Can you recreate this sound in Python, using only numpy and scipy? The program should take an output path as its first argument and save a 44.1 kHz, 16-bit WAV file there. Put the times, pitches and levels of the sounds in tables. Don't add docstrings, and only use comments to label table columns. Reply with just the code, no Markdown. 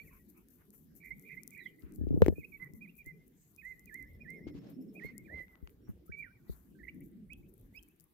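import sys
import numpy as np
from scipy import signal
from scipy.io import wavfile
from scipy.ndimage import uniform_filter1d

SR = 44100
rng = np.random.default_rng(int(sys.argv[2]) if len(sys.argv) > 2 else 0)


def natural_amplitude(level_db):
    exponent = np.asarray(level_db, float) / 20
    return 10 ** exponent


def generate_wav(signal):
    frames = np.transpose(np.atleast_2d(signal))
    scaled = np.clip(frames, -1, 1) * 32767
    pcm = np.round(scaled).astype(np.int16)
    wavfile.write(sys.argv[1], SR, pcm)


N = 358533

# (start [s], end [s], pitch [Hz], level [dB])
TRILLS = [
    (1.0, 1.103, 2292, -52.5),
    (1.031, 1.096, 2035, -48),
    (1.248, 1.356, 2360, -49.5),
    (1.29, 1.355, 2053, -44.5),
    (1.511, 1.625, 2320, -49),
    (1.565, 1.645, 1988, -46.5),
]
# (multiple of the pitch [-], level [dB])
OVERTONES = [(2, -44), (3, -46)]
# (share of length [0-1], place between the two pitches [0-1], level [dB])
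SLUR_SHAPE = [(0, 0.12, 1.5), (.25, 0.2, -1.5), (.55, .55, -2.5), (.8, .8, 0.5), (1, 0.4, -7)]
CHIP_SHAPE = [(0, 0.056, -8.5), (.3, 0.08, 8), (.46, 0.3, -1), (.8, 0.85, -9), (1, 1, -20)]
PLUNGE_SHAPE = [(0, .76, -16), (.25, .76, 0), (.54, 1, -4), (.66, .85, -4), (1, -.08, -6)]
STEP_SHAPE = [(0, 1, -6), (.25, .55, -5), (.65, 0.64, -1.5), (.8, .4, -17), (1, 0, -8)]
SCOOP_SHAPE = [(0, 0.13, -14.5), (.2, 0.75, -3), (.5, 1, 3), (.85, 0.79, 0), (1, 0, -12.5)]
SWELL_SHAPE = [(0, 0.082, -17), (.3, 0.64, -6), (.85, 1, 0.5), (1, 0.22, -36)]
# (start [s], length [s], first pitch [Hz], second pitch [Hz], rms level [dB])
SLURS = [(2.426, 0.035, 1985, 2830, -46.5), (2.65, 0.034, 1926, 1996, -52),
         (2.872, 0.037, 2190, 2970, -54.5), (6.075, 0.046, 1188, 1745, -65), (6.114, .012, 1644, 2430, -56),
         (6.118, 0.043, 2316, 2267, -42.5), (6.221, 0.017, 2230, 2325, -41),
         (6.226, 0.013, 2200, 2470, -39), (6.24, 0.0083, 2040, 1980, -42.5),
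         (6.246, 0.016, 1920, 1820, -45.5), (6.256, 0.032, 1677, 1340, -55.5),
         (6.282, 0.044, 1367, 1675, -61), (6.746, 0.05, 1570, 1540, -72.5),
         (6.785, .014, 1500, 2400, -65.5), (6.794, 0.035, 1910, 1650, -56.5),
         (6.829, 0.017, 1905, 2165, -43.5), (6.848, 0.013, 2140, 1950, -49.5),
         (6.867, 0.019, 1884, 2150, -48), (6.879, 0.01, 2150, 1945, -38.5),
         (6.883, 0.02, 2220, 2380, -44.5), (6.884, 0.015, 2350, 3130, -54.5),
         (7.328, 0.015, 2660, 3660, -52), (7.783, 0.014, 2660, 3380, -52.5)]
CHIPS = [
    (-0.014, 0.047, 2306, 2387, -46.5),
    (1.101, 0.049, 2030, 2356, -45.5),
    (1.362, 0.055, 2008, 2420, -48),
    (1.653, 0.031, 1987, 2230, -42.5),
]
PLUNGES = [
    (2.35, 0.088, 1960, 2593, -52.5),
    (2.805, 0.063, 1906, 2536, -47.5),
]
STEPS = [
    (2.516, 0.065, 1906, 2516, -45.5),
    (2.978, 0.058, 1894, 2730, -49.5),
]
SCOOPS = [
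    (2.593, 0.0675, 1970, 2034, -46),
    (3.048, 0.077, 1897, 2087, -49.5),
]
SWELLS = [
    (6.156, 0.073, 2290, 2364, -40),
]
# (time [s], pitch [Hz], level [dB])
LEAD_INS = [
    [(3.575, 2450, -78), (3.589, 2436, -57.5), (3.609, 2606, -64), (3.621, 2007, -62), (3.625, 2004, -64)],
    [(3.866, 2500, -79), (3.882, 2404, -56.5), (3.89, 2350, -71), (3.896, 2030, -52.5), (3.91, 1690, -71)],
    [(4.198, 2400, -78.5), (4.208, 2447, -61.5), (4.222, 2426, -53), (4.234, 2480, -70.5),
     (4.256, 1760, -60.5)],
    [(4.947, 2426, -78), (4.961, 2400, -53.5), (4.985, 2584, -66), (4.993, 2430, -52.5), (5.005, 1800, -59)],
    [(5.24, 2110, -85), (5.25, 2390, -67), (5.262, 2420, -68.5), (5.284, 1690, -66), (5.29, 1690, -59)],
]
# (time [s], pitch [Hz], level [dB])
LONG_SCOOPS = [
    [(3.625, 1770, -67.5), (3.653, 1952, -50), (3.669, 2040, -46), (3.679, 2085, -52), (3.723, 2044, -51),
     (3.729, 1990, -55), (3.748, 1946, -73)],
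    [(3.91, 1714, -62), (3.926, 1725, -58.5), (3.956, 2033, -48), (3.968, 2130, -60.5), (3.998, 2064, -50),
     (4.026, 2002, -53.5), (4.048, 2094, -64.5)],
    [(4.256, 1790, -61), (4.262, 1713, -63), (4.278, 1910, -54.5), (4.298, 2064, -49.5),
     (4.35, 2167, -57.5), (4.384, 2070, -61), (4.395, 2040, -63)],
    [(5.005, 1823, -59), (5.029, 1897, -51), (5.043, 2116, -51), (5.063, 2115, -49.5), (5.077, 2204, -60.5),
     (5.093, 2030, -53), (5.115, 2130, -64)],
    [(5.29, 1687, -57), (5.31, 1910, -56), (5.338, 2027, -50.5), (5.366, 2092, -50), (5.414, 1968, -49.5),
     (5.432, 2067, -60.5), (5.448, 1990, -62.5)],
]
# (time [s], pitch [Hz], level [dB])
RISES = [
    [(7.292, 1850, -80.5), (7.306, 2340, -53), (7.316, 2540, -62.5), (7.324, 2550, -49.5),
     (7.334, 2623, -53.5), (7.342, 2690, -62)],
    [(7.733, 1880, -83), (7.753, 2340, -56.5), (7.759, 2357, -57), (7.763, 2527, -56), (7.781, 2615, -52),
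     (7.791, 2630, -69.5)],
]
BEAK_LIFTS = [0, 0, 2, 0, 0, 2, 0, 2, 4, 4, -1, 20]
WHISTLE_DB = 6
WAVER_DB, WAVER_SHARE = 2.2, .007

# (delay [s], level [dB])
ECHOES = [
    (.128, -21.5),
    (.24, -39.5),
]
# (time [s], level sent to wall [dB])
TURNED = [
    (0.0, -4),
    (.9, 0),
    (2.3, -5),
    (4.6, 5),
    (6.3, -7),
    (6.75, -1.5),
    (8.13, -6.5),
]
SCATTER_T60_S, SCATTER_DB = 0.27, -17
EAR_LAG_S, LEFT_SHADE_DB = .00048, -11

# (time [s], ring level [dB], ring pitch [Hz], flex level [dB], thud level [dB])
KNOCKS = [(1.835, -33, 244, -44, -30.5), (1.984, -35, 297, -33, -25), (2.012, -24.5, 275, -29, -20),
          (2.036, -30, 315, -23.5, -24), (2.069, -23.5, 342, -25.5, -18.5), (2.106, -26, 380, -16.5, -22),
          (2.127, -29, 424, -25, -38), (2.141, -22, 302, -16, -22), (2.162, -26.5, 446, -29, -41),
          (2.174, -19.5, 326, -18.5, -27), (2.208, -27, 480, -27, -38), (2.2206, -5, 472, -8.5, -10),
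          (2.262, -14, 398, -30, -22), (2.2825, -6, 337, -25, -13.5), (2.297, -28, 424, -22, -38),
          (2.324, -26.5, 420, -27, -60), (2.381, -31, 420, -30, -33), (2.735, -33.5, 230, -41, -38.5),
          (3.066, -36, 304, -42, -42), (4.468, -22.5, 302, -47, -36), (4.55, -30.5, 322, -42, -37),
          (5.046, -29, 415, -33, -39), (5.626, -33, 224, -41.5, -29.5), (5.89, -36, 346, -27, -42.5),
          (6.093, -36, 368, -33.5, -35.5), (6.495, -30, 378, -28, -26.5)]
RING_T60_S, FLEX_HZ, FLEX_T60_S, THUD_HZ, THUD_T60_S = 0.02, 240, 0.045, 63.3, 0.11
CRUNCH_PER_S, CRUNCH_DB = 220, -47.5
CRUNCH_FOLLOWS = 2.14
# (time [s], peak level [dB], left minus right [dB])
TICKS = [(0.1341, -57, -2), (0.3, -50, 2), (0.4858, -47.5, 9), (0.7048, -46, 9), (0.9527, -52, 20),
         (0.9637, -52.5, 9), (1.1543, -65.5, 18), (1.1822, -54, 13.5), (1.1956, -45, 11), (1.2245, -49, 9),
         (1.279, -55.5, 15.5), (1.4337, -38, 14), (1.4768, -33.5, 8), (1.507, -42, 0), (1.5345, -51, 10.5),
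         (1.5775, -48.5, 6), (1.6222, -60, 5), (1.7828, -63.5, 12.5), (1.7945, -53, 9), (1.9225, -50.5, 17),
         (1.9375, -50, 12), (1.9598, -44.5, 8), (2.2196, -36.5, 11), (2.2625, -38, 19), (2.2828, -43, 20),
         (2.6259, -57, 11), (2.644, -50.5, 15), (2.7362, -50, 7), (2.9535, -56, 18), (2.9796, -51.5, 15),
         (3.0445, -57, 17), (3.0617, -45, 15), (3.2794, -52, 9), (3.5486, -56, 14.5), (3.5626, -45.5, 10),
         (3.651, -52, 19), (3.7946, -50, 15.5), (3.8577, -44, 15), (3.9428, -37, 9), (4.0264, -47, 7),
         (4.133, -56.5, 11), (4.3026, -70, 6), (4.3039, -45.5, 16), (4.701, -56, 11.5),
         (5.1801, -33.5, 17.5), (6.0623, -58.5, 18)]
# (time [s], peak level [dB], left minus right [dB])
LATE_TICKS = [(6.8279, -63, 10.5), (6.8423, -57, 10.0), (6.945, -57.5, 21), (7.006, -53, 24),
              (7.116, -63, 13.0), (7.3327, -44, 24), (7.4957, -61, 17.0), (7.539, -53, 30),
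              (7.5787, -56, 24), (7.5974, -57, 16), (7.612, -54, 17.0), (7.8273, -49, 25.0),
              (7.8328, -50, 15), (7.864, -65, 12), (7.886, -51.5, 19.0), (7.9623, -64.5, 8.5),
              (7.999, -48.5, 28), (8.0073, -49.5, 18.0), (8.04, -51.5, 13)]
FAINT_TICK_DB = -51
# (time [s], peak level [dB], left minus right [dB])
LOW_TICKS = [
    (2.2198, -21.5, 2.5),
    (2.245, -45, 10),
    (2.2626, -29.5, 17),
    (2.2828, -32, 4),
    (5.482, -56, 2),
    (5.555, -53.5, 18),
    (5.674, -43.5, 0),
    (5.695, -58, -1),
]
# (time [s], peak level [dB], left minus right [dB])
CLICKS = [
    (1.822, -59, 7),
    (2.0885, -57, -13),
    (2.244, -57, 7.5),
    (2.2626, -42.5, 6),
    (2.2828, -45, 13),
]
# (time [s], level [dB], half width [s])
RUB = [(0.03, -62.5, 0.16), (0.512, -63.5, 0.1), (0.74, -60.5, 0.064), (1.212, -66, 0.25),
       (1.49, -66.5, 0.14), (2.269, -66.5, 0.36), (2.622, -69.5, 0.018), (3.501, -69, 0.52),
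       (3.93, -61, 0.048), (4.31, -71.5, 0.074), (5.179, -71, 0.21), (5.388, -70.5, 0.12),
       (6.51, -63, 0.12), (6.86, -73.5, 0.055), (7.039, -64.5, 0.034), (7.38, -73, .05), (7.57, -72, 0.082),
       (7.75, -66, 0.075)]
# (time [s], level [dB])
FLICKS = [(0.289, -58.5), (0.377, -61), (0.963, -56.5), (1.05, -61.5), (1.802, -62), (1.95, -59),
          (2.439, -77), (2.75, -60.5), (2.881, -72.5), (2.97, -61.5), (3.068, -60), (3.27, -69.5),
          (4.14, -75), (4.699, -66.5), (4.815, -69.5), (4.942, -67), (5.04, -62), (5.696, -68),
          (5.891, -67), (6.061, -67), (6.181, -63.5), (6.95, -68), (7.489, -70), (7.83, -77), (8.014, -67)]
FLICK_HALF_S = .022
# (frequency [Hz], level [dB per Hz])
RUB_COLOR = [(4500, -19), (5400, -35.5), (7400, 2), (9000, -35), (12900, -0.5), (15200, -4), (16000, -7.5)]
# (start [s], length [s], low edge [Hz], high edge [Hz], level [dB])
BRUSHES = [(0.098, 0.12, 980, 1160, -69.5), (0.114, 0.088, 1300, 1660, -71),
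           (0.09, 0.17, 2030, 2670, -73.5), (0.335, 0.12, 900, 1370, -75.5), (0.338, 0.11, 2200, 2620, -75),
           (0.573, 0.11, 820, 2460, -73.5), (0.726, 0.048, 754, 2720, -73.5),
           (1.797, 0.22, 1110, 2570, -72.5), (2.214, 0.11, 701, 6014, -62), (2.579, 0.14, 1010, 1700, -72),
           (3.338, 0.26, 6360, 8450, -75.5), (3.623, 0.16, 6100, 7920, -78), (4.465, 0.056, 492, 5780, -62),
           (4.534, 0.094, 496, 6300, -65), (4.599, 0.2, 493, 6070, -67.5), (4.981, 0.19, 506, 6350, -67.5),
           (5.341, 0.11, 496, 4840, -67), (5.453, 0.29, 490, 1520, -75.5), (5.865, 0.074, 500, 1890, -68.5),
           (6.474, 0.1, 3680, 4730, -71.5), (4.612, 0.16, 422, 710, -58.5), (4.767, 0.098, 411, 664, -66),
           (4.933, 0.086, 420, 665, -63), (5.295, 0.071, 410, 730, -59.5), (6.42, 0.33, 570, 1990, -73.5)]

# (time [s], length [s], start pitch [Hz], end pitch [Hz], level [dB])
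FAR_BIRDS = [(5.81, .1, 5500, 5700, -86), (2.0, .06, 1670, 1780, -77), (2.29, .06, 1740, 1770, -75),
             (1.592, .056, 4080, 3720, -67.5), (1.632, .064, 3720, 2760, -67.5),
             (.05, .055, 2800, 1720, -67), (.1, .04, 2680, 2200, -70), (.185, .04, 1960, 1900, -76),
             (.025, .035, 2150, 1750, -74), (.006, .028, 4420, 4380, -79), (6.47, .03, 1950, 1980, -78),
             (5.038, .05, 4120, 4420, -75), (7.79, .085, 3200, 3050, -83)]
# (first note [s], note length [s], start pitch [Hz], end pitch [Hz], level [dB])
FAR_TRILL = (4.052, .05, 5170, 5500, -82)
FAR_PERIOD_S = .0745
# (time [s], rumble level [dB], buffeting level [dB])
RUMBLE = [(0.0, -61, -62), (0.3, -64, -78), (1.8, -60, -75.5), (2.0, -49, -63), (2.3, -55, -52.5),
          (2.42, -57.5, -74), (3.45, -66.5, -79.5), (4.0, -59.5, -72), (4.1, -62.5, -64.5),
          (4.5, -48.5, -62.5), (4.8, -50, -81), (5.4, -58.5, -59), (5.5, -63.5, -72.5), (6.0, -62.5, -65),
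          (6.35, -65.5, -70), (7.05, -54, -71), (7.7, -63, -65), (8.12, -74.5, -82.5)]
# (frequency [Hz], level [dB per Hz])
RUMBLE_COLOR = [(90, -14.5), (156, 4.5), (230, 0.5), (290, -2.5), (380, -4), (600, -33)]
# (frequency [Hz], level [dB per Hz])
AIR_COLOR = [(600, 2.5), (1000, -2.5), (2000, -3), (8400, -13.5), (12800, -4), (15500, -8.5)]
AIR_DB = -80


def rms_one(x):
    return x / np.sqrt(np.mean(x ** 2) + 1e-20)


def in_time(rows):
    s, *columns = np.transpose(rows)
    return [np.interp(np.arange(N) / SR, s, c) for c in columns]


def drift(rate):
    steps_per_s = 400
    steps = rng.standard_normal(int(N / SR * steps_per_s) + 2)
    r = np.exp(-2 * np.pi * rate / steps_per_s)
    slow = signal.lfilter([1], [1, -2 * r, r * r], steps)
    return np.interp(np.arange(N) / SR * steps_per_s, np.arange(len(slow)), rms_one(slow))


def filtered(x, order, hz, kind="low"):
    return signal.sosfilt(signal.butter(order, hz, kind, fs=SR, output="sos"), x)


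def noise(spectrum, alike, patchy_db, rate):
    hz, level_db = np.transpose(spectrum)
    edges = hz[0] * 2 ** np.arange(0, np.log2(hz[-1] / hz[0]) + 1 / 3, 1 / 3)
    white = rng.standard_normal((2, 2, N))
    alike = np.clip(alike, -1, 1)
    out = 0
    for k, (low, high) in enumerate(zip(edges, np.minimum(edges[1:], .45 * SR))):
        mid, side = filtered(white[k % 2], 2, [low, high], "band")
        band_db = np.interp(np.log(low * high) / 2, np.log(hz), level_db)
        gain = natural_amplitude(band_db + patchy_db * drift(rate))
        out = out + gain * (np.sqrt(1 + alike) * mid + np.sqrt(1 - alike) * side * [[1], [-1]])
    return rms_one(out)


def add(track, s, x):
    i = round(s * SR)
    x, i = x[..., max(-i, 0):N - i], max(i, 0)
    track[..., i:i + x.shape[-1]] += x


def tone(hz, gain, beak_db=0):
    phase = 2 * np.pi * np.cumsum(hz) / SR
    overtones = sum(natural_amplitude(db + beak_db * (k == 2)) * np.sin(k * phase) for k, db in OVERTONES)
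    brightness = natural_amplitude(0.04 * (np.clip(hz, 2250, 2650) - 2300))
    return np.sqrt(2) * gain * (np.sin(phase) + brightness * overtones)


def syllables(waver):
    out = np.zeros(N)
    kinds = [(SLUR_SHAPE, SLURS), (CHIP_SHAPE, CHIPS), (PLUNGE_SHAPE, PLUNGES),
             (STEP_SHAPE, STEPS), (SCOOP_SHAPE, SCOOPS), (SWELL_SHAPE, SWELLS)]
    for shape, rows in kinds:
        share, place, shape_db = np.transpose(shape)
        for start, length, first_hz, second_hz, db in rows:
            t = np.arange(0, length, 1 / SR)
            size = len(t) // 8 + 1
            fade_in = (t / min(.006, 0.2 * length)) ** 2
            fade_out = (length - t) / min(.012, 0.43 * length)
            edge = np.clip(np.minimum(fade_in, fade_out), 0, 1)
            rough = waver[abs(round(start * SR)):][:len(t)]
            hz = first_hz + (second_hz - first_hz) * np.interp(t / length, share, place)
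            glide = uniform_filter1d(hz, size=size, mode="nearest") * (1 + WAVER_SHARE * rough)
            level_db = np.interp(t / length, share, shape_db)
            level_db = uniform_filter1d(level_db, size=size, mode="nearest")
            add(out, start, tone(glide, edge * natural_amplitude(db + level_db + WAVER_DB * rough)))
    return out


def whistles(waver):
    out = np.zeros(N)
    for rows, beak_db in zip(LEAD_INS + LONG_SCOOPS + RISES, BEAK_LIFTS):
        s, hz, db = np.transpose(rows)
        t = np.arange(s[0] - .002, s[-1] + .002, 1 / SR)
        edge = np.clip(np.minimum(t - t[0], t[-1] - t) / .004, 0, 1)
        rough = waver[round(s[0] * SR):][:len(t)]
        glide = uniform_filter1d(np.interp(t, s, hz), size=300, mode="nearest")
        level_db = uniform_filter1d(np.interp(t, s, db), size=300, mode="nearest")
        gain = edge * natural_amplitude(level_db + WHISTLE_DB + WAVER_DB * rough)
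        add(out, t[0], tone(glide * (1 + WAVER_SHARE * rough), gain, beak_db))
    return out


def trills(waver):
    out = np.zeros(N)
    for start, end, hz, level_db in TRILLS:
        t = np.arange(0, end - start, 1 / SR)
        cycle = (t * 88) % 1
        rough = waver[round(start * SR):][:len(t)]
        swell = np.sin(np.pi * t / t[-1]) ** 0.58 * np.sin(np.pi * cycle) ** 0.92
        glide = hz * (1 + 0.079 * (cycle - .5) + 0.029 * rough)
        add(out, start, tone(glide, swell * natural_amplitude(level_db + 0.5 * rough)))
    return out


def singer():
    waver = drift(64)
    return syllables(waver) + whistles(waver) + trills(waver)


def garden(x):
    t = np.arange(round(.6 * SR)) / SR
    tail = rng.standard_normal((2, len(t))) * natural_amplitude(-60 * t / SCATTER_T60_S) * (t > .004)
    tail = natural_amplitude(SCATTER_DB) * tail / np.sqrt(np.sum(tail ** 2, axis=1, keepdims=True))
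    tail = filtered(tail, 3, 3600)
    tail[0, 0] += natural_amplitude(LEFT_SHADE_DB)
    tail[1, round(EAR_LAG_S * SR)] += 1

    fade = np.exp(-np.arange(3000) / [[[700]], [[1500]]])
    blur = rng.standard_normal((len(ECHOES), 2, 3000)) * [[[.05]], [[.06]]] * fade
    blur[0, :, 0] = 1
    wall = np.zeros_like(tail)
    for (delay, db), smear in zip(ECHOES, blur):
        add(wall, delay, natural_amplitude(db) * smear)
    sent = filtered(x * natural_amplitude(in_time(TURNED)[0]), 3, 2900)
    near = signal.fftconvolve(x[None], tail, axes=1)
    return (near + signal.fftconvolve(sent[None], wall, axes=1))[:, :N]


def knocks():
    out, t = np.zeros((2, N)), np.arange(round(.25 * SR)) / SR
    grips = 1 + .2 * rng.standard_normal((len(KNOCKS), 2))
    for (s, ring_db, hz, flex_db, thud_db), (firm, loose) in zip(KNOCKS, grips):
        soft = (1 - np.exp(-t / (.00042 * natural_amplitude(-.4 * ring_db)))) ** 2
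        ring = -natural_amplitude(ring_db - 60 * t / RING_T60_S) * np.sin(2 * np.pi * hz * t)
        flex = -natural_amplitude(flex_db - 60 * t / FLEX_T60_S) * np.cos(2 * np.pi * FLEX_HZ * firm * t)
        sway = natural_amplitude(flex_db - 3.5 - 60 * t / 0.09) * np.sin(2 * np.pi * 122 * firm * t)
        thud = natural_amplitude(thud_db - 60 * t / THUD_T60_S) * np.sin(2 * np.pi * THUD_HZ * loose * t)
        blow = ring * [[1.3], [.7]] + flex * [[1.2], [-.8]]
        blow = blow + sway * [[.8], [-1.1]] + thud * [[.85], [-.3]]
        add(out, s, soft * blow)
        if ring_db > -12:
            add(out[1], s - .0014, natural_amplitude(flex_db - .5) * np.hanning(round(0.0015 * SR)))
    return filtered(out, 2, 38, "high")


def crunch(buffet_db):
    jolts = (rng.random((2, N)) < CRUNCH_PER_S / SR) * rng.standard_normal((2, N))
    body = filtered(jolts[0] + 1.1 * jolts + 1e-18, 2, [200, 550], "band")
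    body = filtered(body, 4, 650)
    level_db = CRUNCH_DB + CRUNCH_FOLLOWS * (buffet_db - buffet_db.max())
    return natural_amplitude(level_db) * rms_one(body) * [[1.3], [.7]]


def snaps(rows, low_hz, high_hz, decay_s):
    out, t = np.zeros((2, N)), np.arange(500) / SR
    for (s, db, pan_db), burst in zip(rows, rng.standard_normal((len(rows), 2, 500))):
        snap = filtered(np.diff(burst, prepend=0) * np.exp(-t / decay_s), 3, [low_hz, high_hz], "band")
        snap = snap / abs(snap).max(axis=1, keepdims=True)
        sides = 2 / (1 + natural_amplitude([[-pan_db], [pan_db]]))
        add(out, s, natural_amplitude(db) * snap * sides)
    return out


def ticks():
    rows = TICKS + LATE_TICKS
    firm = [row for row in rows if row[1] >= FAINT_TICK_DB]
    faint = [row for row in rows if row[1] < FAINT_TICK_DB]
    out = snaps(CLICKS, 2000, 5500, .0004)
    out += snaps(firm, 5300, 16500, .0008)
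    out += snaps(faint, 9000, 15500, .0015)
    return out + snaps(LOW_TICKS, 500, 2200, 0.0006)


def rubbing():
    t = np.arange(N) / SR
    power = np.zeros(N)
    for s, db, width in RUB + [(*row, FLICK_HALF_S) for row in FLICKS]:
        half_s = np.where(t < s, 0.2 * width, width)
        power += natural_amplitude(2 * db) / (1 + ((t - s) / half_s) ** 2) ** 2
    slips = (rng.random(N) < 60 / SR) * np.minimum(rng.exponential(.8, N), 2)
    slips = signal.lfilter([1], [1, -np.exp(-1 / (0.0012 * SR))], slips)
    grain = natural_amplitude(2.2 * drift(22)) * (1 + slips)
    hiss = noise(RUB_COLOR, alike=0, patchy_db=1.0, rate=2)
    hiss = signal.sosfilt(signal.cheby2(12, 40, 16000, fs=SR, output="sos"), hiss)
    return natural_amplitude([[-1], [-10]]) * np.sqrt(power) * grain * hiss


def brushes():
    out = np.zeros((2, N))
    grainy = signal.lfilter([1], [1, -.8], rng.standard_normal((2, N))) * natural_amplitude(2.2 * drift(41))
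    for s, length, low_hz, high_hz, db in BRUSHES:
        size = round(length * SR)
        piece = grainy[:, round(s * SR):][:, :size]
        puff = rms_one(filtered(piece, 3, [low_hz, high_hz], "band"))
        add(out, s, natural_amplitude(db) * puff * np.sin(np.pi * np.linspace(0, 1, size) ** 0.63) ** 2.3)
    return out


def far_birds():
    out, (first, *chirp, top_db) = np.zeros(N), FAR_TRILL
    trill = [(first + k * FAR_PERIOD_S, *chirp, top_db - 1.3 * max(7 - k, k - 9, 0)) for k in range(12)]
    for s, length, from_hz, to_hz, db in FAR_BIRDS + trill:
        size = round(length * SR)
        phase = 2 * np.pi * np.cumsum(np.linspace(from_hz, to_hz, size)) / SR
        add(out, s, np.sqrt(2) * natural_amplitude(db) * np.hanning(size) ** .5 * np.sin(phase))
    smear = rng.standard_normal((2, 4000)) * .036 * np.exp(-np.arange(4000) / 1000)
    smear[:, 0] = [.7, 1]
    return signal.fftconvolve(out[None] * natural_amplitude(1.5 * drift(60)), smear, axes=1)[:, :N]


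def traffic(rumble_db):
    rumble = natural_amplitude(rumble_db) * noise(RUMBLE_COLOR, alike=0.65, patchy_db=4.5, rate=5.2)
    return filtered(rumble, 4, 560)


def buffeting(buffet_db):
    color = [(30, -11.0), (55, -5.5), (110, -12.5)]   # (frequency [Hz], level [dB per Hz])
    return natural_amplitude(buffet_db + 4.5) * noise(color, alike=1.0, patchy_db=5.5, rate=6.7)


def open_air():
    return natural_amplitude(AIR_DB) * noise(AIR_COLOR, alike=0, patchy_db=3.0, rate=5.6)


def scene():
    rumble_db, buffet_db = in_time(RUMBLE)
    song = garden(singer())
    handling = knocks() + crunch(buffet_db) + ticks() + rubbing() + brushes()
    background = far_birds() + traffic(rumble_db) + buffeting(buffet_db) + open_air()
    return song + handling + background


def low_pass(x):
    return signal.sosfilt(signal.butter(12, 16510, fs=SR, output="sos"), x)


def record(dry):
    rounded = np.tanh(dry)
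    mix = signal.sosfilt(signal.cheby2(10, 50, 16700, fs=SR, output="sos"), rounded)
    return low_pass(mix)


dry = scene()
out = record(dry)
generate_wav(out)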